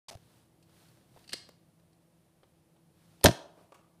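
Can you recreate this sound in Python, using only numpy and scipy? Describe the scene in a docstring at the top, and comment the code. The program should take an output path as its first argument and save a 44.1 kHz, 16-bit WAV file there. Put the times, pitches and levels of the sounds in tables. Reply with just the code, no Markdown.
"""A spring-powered plastic toy gun is cocked, then fired close to a phone on a living room table.
Its catch clicks and sets the spring ringing. At the shot the spring rasps forward, air thumps in the
hollow body and the plunger slams into the shell. The dart lands across the room half a second later.
Hands scrape, knock and rustle. The room adds an echo, soft hiss, a low rumble and an appliance hum."""
import sys
import numpy as np
from scipy import signal
from scipy.fft import rfft, irfft
from scipy.io import wavfile

SR = 44100
rng = np.random.default_rng(int(sys.argv[2]) if len(sys.argv) > 2 else 0)


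def generate_wav(signal):
    """Clip the signal to [-1, 1] and save it as 16-bit WAV at the path in sys.argv[1]."""
    frames = np.transpose(np.atleast_2d(signal))
    scaled = np.clip(frames, -1, 1) * 32767
    pcm = np.round(scaled).astype(np.int16)
    wavfile.write(sys.argv[1], SR, pcm)


N = 176400  # 4 seconds

# A tilt above zero makes a hit brighter. ring_s and echo_s are the time to fade by 60 dB.
# The plunger slams home and bounces: start_s, level_db, decay_s, tilt_db_per_octave
PLUNGER_SLAMS = [(3.2544, -25, 0.0031, 0), (3.2581, -5, .001, -0.5), (3.2593, -6, .0006, 0),
                 (3.2604, -21, .002, -2), (3.2644, -21, .001, 0), (3.2657, -13, .0009, 1.5),
                 (3.268, -26, .007, -1.5), (3.2846, -21, .001, -.5), (3.3118, -35, .002, 0)]
# Tone of a slam: pitch_hz, level_db
PLUNGER_TONE = [(100, -18), (600, -6), (1050, 0.5), (1350, -3), (1750, 1), (2200, -3), (3300, 2),
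                (4500, 0.5), (5600, 1), (7200, -10.5), (8500, -8), (11000, -19), (14000, -21), (15500, -30)]
# Notes of the struck plastic shell: pitch_hz, level_db, ring_s
SHELL_NOTES = [(1020, -18, .035), (1234, -19, .03), (1610, -17, .025), (1784, -11, .024), (1923, -15, .025),
               (2600, -17, .02), (2864, -18, 0.037), (3350, -17, .015), (4120, -20, .03), (5880, -20, .03),
               (6300, -24, .025)]
# The spring rasps along its tube: start_s, level_db, decay_s, tilt_db_per_octave
SPRING_RASPS = [(3.2408, -16.5, .003, -1), (3.2417, -12, 0.0017, 0.5), (3.2458, -22, .004, 0)]
# Tone of a rasp: pitch_hz, level_db
SPRING_TONE = [(100, -6), (1000, -5), (2000, -9), (3500, 0), (6500, -5), (9000, -2.5), (12500, -0.5),
               (14000, -2), (15500, -16)]
# Air and recoil push on the hollow body: start_s, level_db, length_s
BODY_PUSHES = [(3.2445, -14, 0.0021), (3.2468, -13, .0009), (3.2491, -9, .0006), (3.2594, -17, .0008),
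               (3.2658, -12.5, 0.0015), (3.2703, -14.5, .0007), (3.278, -15, .004), (3.2904, -17, .002),
               (3.296, -17, .004)]
# Notes of the hollow body: pitch_hz, level_db, ring_s
BODY_NOTES = [(93, -20, .085), (127, -6, .095), (182, -10, .075), (229.6, -10, .07), (298, -9, .055),
              (350, -7, .05), (400, -11, .045), (442, -10, .04), (596, 0, .06), (635, -5, .055),
              (678, -6, .06), (790, -15, .03), (940, -13, .03)]
# Catch, slide and trigger click: start_s, level_db, decay_s, tilt_db_per_octave
CATCH_CLICKS = [(.626, -64, 0.0055, 4), (.884, -64.5, .004, 5), (1.191, -61.5, .003, 2.5),
                (1.2415, -59.5, .004, -1.5), (1.2772, -52, 0.0034, 0.5), (1.2905, -54, .002, 4),
                (1.2932, -43.5, .003, -1.5), (1.3053, -53, 0.0044, 2.5), (1.3218, -44.5, 0.0069, -2),
                (1.3302, -35.5, 0.0021, 0.5), (1.3321, -25, .003, 0), (1.3378, -36, 0.0033, -1.5),
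                (1.93, -68, .003, 1.5), (3.211, -53, .002, -2), (3.234, -38, .006, -1.5)]
# Tone of a click: pitch_hz, level_db
CATCH_TONE = [(100, -17.5), (500, -11), (1000, -19), (1550, -11), (1950, -4), (2300, -7), (2750, -1),
              (3500, -8), (4400, 4), (5500, -7), (7200, -15), (8300, -8), (11000, -17), (15000, -30)]
# Notes of the spring and catch: pitch_hz, level_db, ring_s
SPRING_NOTES = [(1950, -20, .15), (2660, -6, .25), (2790, -9, .2), (4150, -7, .22), (4710, -2, .4),
                (4900, 0, .32), (8400, -9, .2)]

# The dart glances off something, lands and tumbles: start_s, level_db, decay_s, tilt_db_per_octave
DART_HITS = [(3.575, -60.5, 0.032, -3), (3.7205, -48, .005, -1.5), (3.743, -58, .008, 3),
             (3.749, -56, 0.0085, -2), (3.79, -61, .008, -3)]
# Tone of a dart hit: pitch_hz, level_db
DART_HIT_TONE = [(80, -22), (250, -6), (400, 1.5), (620, 0), (850, -4), (1200, -1), (1450, -5), (1900, -13),
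                 (2600, -11), (4000, -20), (8000, -22), (15000, -33)]
# Notes that ring after a dart hit: pitch_hz, level_db, ring_s
DART_NOTES = [(1170, 0, .06), (1260, -5, .04)]

# Hands knock on plastic: start_s, level_db, decay_s, tilt_db_per_octave
HAND_KNOCKS = [(.171, -54, .0015, 1.5), (.694, -62.5, .003, 2), (.971, -62, 0.0037, 0.5),
               (1.012, -67, 0.0026, 0.5), (1.3378, -37, 0.0019, -1.5), (1.4894, -46, .0025, 1.5),
               (1.797, -66.5, 0.0032, 2)]
# Tone of a knock: pitch_hz, level_db
HAND_KNOCK_TONE = [(60, -12), (200, -3), (480, 5), (800, -6), (1300, -10.5), (1900, -8.5), (2600, -17),
                   (4300, -15.5), (8000, -24.5), (15000, -30.5)]
# Fingers tap softly: start_s, level_db, decay_s, tilt_db_per_octave
FINGER_TAPS = [(1.162, -54, .005, -3.5), (1.173, -53, .003, 0), (2.432, -53, .005, -.7),
               (2.76, -67, .008, .5), (3.211, -54, .003, 0)]
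# Tone of a tap: pitch_hz, level_db
FINGER_TONE = [(60, -12), (200, -7), (400, -4), (620, 3), (900, -3), (1500, -13), (2200, -17), (4000, -17),
               (6000, -30), (15000, -44)]
# The phone scrapes in the hand: start_s, level_db, length_s
GRIP_SCRAPES = [(.084, -44.5, 0.0183)]
# Tone of the scrape: pitch_hz, level_db
GRIP_SCRAPE_TONE = [(60, -9), (350, -1), (600, -6), (880, 6), (1020, 12), (1300, -6), (2800, 2), (5500, 1),
                    (7000, -3), (9000, -1), (12000, -17), (15000, -18)]
# The grip slips with a short chatter: start_s, level_db, length_s
GRIP_SLIPS = [(.108, -48.5, 0.026), (.137, -55, 0.0094), (.148, -49, 0.0061)]
# Tone of a slip: pitch_hz, level_db
GRIP_SLIP_TONE = [(60, -15), (350, -4), (520, -8), (690, 12), (900, -8), (2000, -15), (5500, -14),
                  (8000, -21), (10500, -20), (15000, -31)]
# Sleeves and hands rustle: middle_s, level_db, spread_s (standard deviation of the bell-shaped swell)
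SLEEVE_RUSTLES = [(0.195, -73, 0.073), (0.364, -70, .07), (0.8, -66.5, 0.078), (0.974, -73.5, 0.09),
                  (1.204, -67.5, 0.064), (3.02, -74.5, 0.061), (3.17, -72, 0.083), (3.61, -72.5, 0.051)]
# Tone of a rustle: pitch_hz, level_db
SLEEVE_TONE = [(100, -4.5), (700, 3), (1500, 0.5), (2400, -2.5), (4000, -0.5), (7000, -7.5), (9000, -4),
               (12000, -8), (15000, -10.5)]

# How long the room echoes: pitch_hz, echo_s
ECHO_TIMES = [(60, 0.05), (200, .48), (420, .58), (660, .72), (1400, .5), (3700, .42), (9000, .35),
              (15000, .23)]
# Tone of the echo: pitch_hz, level_db
ECHO_TONE = [(50, -20), (150, -15), (300, -7), (480, -7), (570, -8), (670, -2), (800, -5), (1200, 0),
             (1800, -6), (3000, -1), (6000, -1), (10000, -2), (15000, -9)]
# Tone of the room's air and hiss: pitch_hz, level_db
AIR_TONE = [(15, -60), (25, -29.5), (43, -16), (139, -5), (167, 0), (191, -9.5), (301, -14.5), (326, -6),
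            (363, -14.5), (621, -14.5), (1460, -27.5), (4260, -31), (7090, -34.5), (9770, -29),
            (15000, -38)]
# Notes of the humming appliance: pitch_hz, level_db
HUM_NOTES = [(166.5, -75), (330, -78), (511, -87)]
# The low rumble swells and fades: time_s, level_db
RUMBLE_LEVELS = [(0, -70), (.8, -67.5), (1.2, -66.5), (1.5, -69), (2.3, -80), (2.8, -76.5), (3.1, -67.5),
                 (3.5, -76), (4, -74)]
# Tone of the rumble: pitch_hz, level_db
LOW_RUMBLE_TONE = [(30, -24), (70, -11), (95, -3), (130, 0.5), (200, -6), (400, -18), (1500, -45)]

BODY_LOW_HZ = 85  # the body's thump is cut below this pitch
SPRING_RING_GAIN_DB, DART_RING_GAIN_DB = -57, -45
SHOT_ECHO_DB, HANDLING_ECHO_DB, DART_ECHO_DB = -22.5, -13.5, -8  # how much of each feeds the echo
ECHO_DELAY_S, ECHO_BUILD_S = .008, .012
AIR_DB = -68.5
START_S, TOP_HZ = .083, 15400


def shot():
    """The spring rasps, air and recoil thump the body, and the plunger's slams ring the shell."""
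    pushes, blows = np.zeros(N), np.zeros(N)
    t = np.arange(SR // 20) / SR
    for start, db, length in BODY_PUSHES:
        pulse = t * np.exp(-2 * np.pi * t / length)
        add(pushes, start, from_db(db) * pulse / pulse.sum())
    for start, db, _, _ in PLUNGER_SLAMS:
        add(blows, start, from_db([db]))  # one sharp kick per slam
    bass_cut = signal.butter(2, BODY_LOW_HZ, "high", fs=SR, output="sos")
    thump = signal.sosfilt(bass_cut, ring(pushes, BODY_NOTES))
    rasp = hits(SPRING_RASPS, SPRING_TONE)
    slam = hits(PLUNGER_SLAMS, PLUNGER_TONE)
    return rasp + thump + slam + ring(blows, SHELL_NOTES)


def cocking():
    """The slide clicks into its catch and sets the spring ringing."""
    clicks = hits(CATCH_CLICKS, CATCH_TONE)
    return clicks + from_db(SPRING_RING_GAIN_DB) * ring(clicks, SPRING_NOTES)


def dart_landing():
    """The dart hits and tumbles. Returns the knocks and the short ring they cause."""
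    knocks = hits(DART_HITS, DART_HIT_TONE)
    return knocks, from_db(DART_RING_GAIN_DB) * ring(knocks, DART_NOTES)


def hand_knocks():
    """Hands knock dully on the plastic and fingers tap."""
    return hits(HAND_KNOCKS, HAND_KNOCK_TONE) + hits(FINGER_TAPS, FINGER_TONE)


def grip():
    """A hand settles on the phone: a scrape, a chattering slide and a soft bump."""
    scrape = rub(GRIP_SCRAPES, GRIP_SCRAPE_TONE, fade_s=.00094)
    chatter = rub(GRIP_SLIPS, GRIP_SLIP_TONE, fade_s=.0029)
    bump = np.zeros(N)
    add(bump, start_s=.154, sound=from_db([-39]))
    return scrape + chatter + ring(bump, [(105.5, 0, .07)])  # pitch_hz, level_db, ring_s


def rustle():
    """Cloth and skin slide, making soft swells of noise."""
    t = np.arange(N) / SR
    swells = sum(from_db(db) * np.exp(-((t - middle) / spread) ** 2 / 2)
                 for middle, db, spread in SLEEVE_RUSTLES)
    return noise(SLEEVE_TONE) * swells


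def room_echo(sound):
    """Sound bounces off the walls: the echo builds up, then fades, the middle pitches last."""
    t, hz = np.arange(SR) / SR, np.fft.rfftfreq(SR, 1 / SR)
    spectrum = rfft(rng.standard_normal(SR))
    centres_hz = np.geomspace(50, 16000, 14)
    tail = np.zeros(SR)
    for centre, share in zip(centres_hz, np.eye(len(centres_hz))):
        band = irfft(spectrum * np.interp(hz, centres_hz, share))
        tail += band * fade_out(t, at_pitch(centre, ECHO_TIMES))
    build_up = np.clip((t - ECHO_DELAY_S) / ECHO_BUILD_S, 0, 1)
    tail = shape_tone(tail * build_up, ECHO_TONE)
    tail /= np.sqrt(np.sum(tail ** 2))
    return signal.fftconvolve(sound, tail)[:N]


def appliance_hum():
    """An appliance hums on a few low notes that each waver slowly."""
    t = np.arange(N) / SR
    drift_times = np.linspace(0, N / SR, 24)
    hum = np.zeros(N)
    for hz, db in HUM_NOTES:
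        waver = .77 * np.interp(t, drift_times, rng.standard_normal(len(drift_times)))
        hum += from_db(db) * np.sqrt(2) * np.sin(2 * np.pi * hz * t + waver)
    return hum


def room_air():
    """The air hisses steadily while a low rumble swells and fades."""
    hiss = from_db(AIR_DB) * noise(AIR_TONE)
    rumble_db = np.interp(np.arange(N) / SR, *np.array(RUMBLE_LEVELS).T)
    return hiss + from_db(rumble_db) * noise(LOW_RUMBLE_TONE)


def hits(rows, tone):
    """Each hit is a dense burst of tiny impacts that dies away quickly."""
    out, t = np.zeros(N), np.arange(SR // 8) / SR
    rise = 1 - np.exp(-t / .00027)
    for start, db, decay, tilt in rows:
        impacts = np.sign(rng.standard_normal(len(t)))
        fall = np.exp(-(t / decay) ** 1.3 / 2)
        add(out, start, from_db(db) * shape_tone(impacts * rise * fall, tone, tilt))
    return out


def rub(rows, tone, fade_s):
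    """Rubbing makes short stretches of noise that fade in and out."""
    t, loudness = np.arange(N) / SR, np.zeros(N)
    for start, db, length in rows:
        rise = np.clip((t - start) / fade_s, 0, 1)
        fall = np.clip((start + length - t) / fade_s + 1, 0, 1)
        loudness += from_db(db) * rise * fall
    return noise(tone) * loudness


def ring(strikes, notes):
    """A struck object rings on its own notes, each fading at its own speed."""
    t = np.arange(SR // 2) / SR
    ringing = sum(from_db(db) * np.sin(2 * np.pi * hz * t) * fade_out(t, ring_s)
                  for hz, db, ring_s in notes)
    return signal.fftconvolve(strikes, ringing)[:N]


def noise(tone):
    """Steady noise with the given tone."""
    return shape_tone(rng.standard_normal(N), tone)


def shape_tone(sound, tone, tilt=0):
    """Turn some pitches up and others down; white noise keeps its overall level."""
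    size = 8192
    hz = np.fft.rfftfreq(size, 1 / SR)
    gain = from_db(at_pitch(hz, tone) + tilt * np.log2(np.maximum(hz, 200)))
    gain /= np.sqrt(np.mean(gain ** 2))
    # Fold the filter forward in time, so nothing sounds before the hit that causes it.
    folded = irfft(np.log(gain))
    folded[1:size // 2] *= 2
    folded[size // 2 + 1:] = 0
    response = irfft(np.exp(rfft(folded)))[:size // 2]
    return signal.fftconvolve(sound, response)[:len(sound)]


def at_pitch(hz, table):
    """Read a value between a table's rows, with octaves evenly spaced."""
    pitches, values = np.array(table, float).T
    return np.interp(np.log(hz + 1), np.log(pitches), values)


def fade_out(t, length_s):
    """A fade that falls by 60 dB in length_s."""
    return np.exp(-np.log(1000) * t / length_s)


def from_db(db):
    """Turn decibels into a number to multiply by."""
    return 10 ** (np.asarray(db) / 20)


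def add(out, start_s, sound):
    """Mix a sound into out at the given time."""
    first = int(start_s * SR)
    out[first:first + len(sound)] += sound[:N - first]


def scene():
    """Mix gun, dart, hands and room into one channel; the far dart has the largest share of echo."""
    bang = shot()
    handling = cocking() + hand_knocks()
    dart, dart_ring = dart_landing()
    echo = room_echo(from_db(SHOT_ECHO_DB) * bang + from_db(HANDLING_ECHO_DB) * handling
                     + from_db(DART_ECHO_DB) * dart)
    mix = bang + handling + dart + dart_ring + echo + grip() + rustle() + appliance_hum() + room_air()
    return mix[None]


def record(dry):
    """The phone starts listening after a moment, rounds the loudest peaks and cuts the top treble."""
    listening = np.arange(N) / SR > START_S
    treble_cut = signal.ellip(10, .2, 80, TOP_HZ, fs=SR, output="sos")
    return signal.sosfilt(treble_cut, np.tanh(dry * listening))


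dry = scene()
out = record(dry)
generate_wav(out)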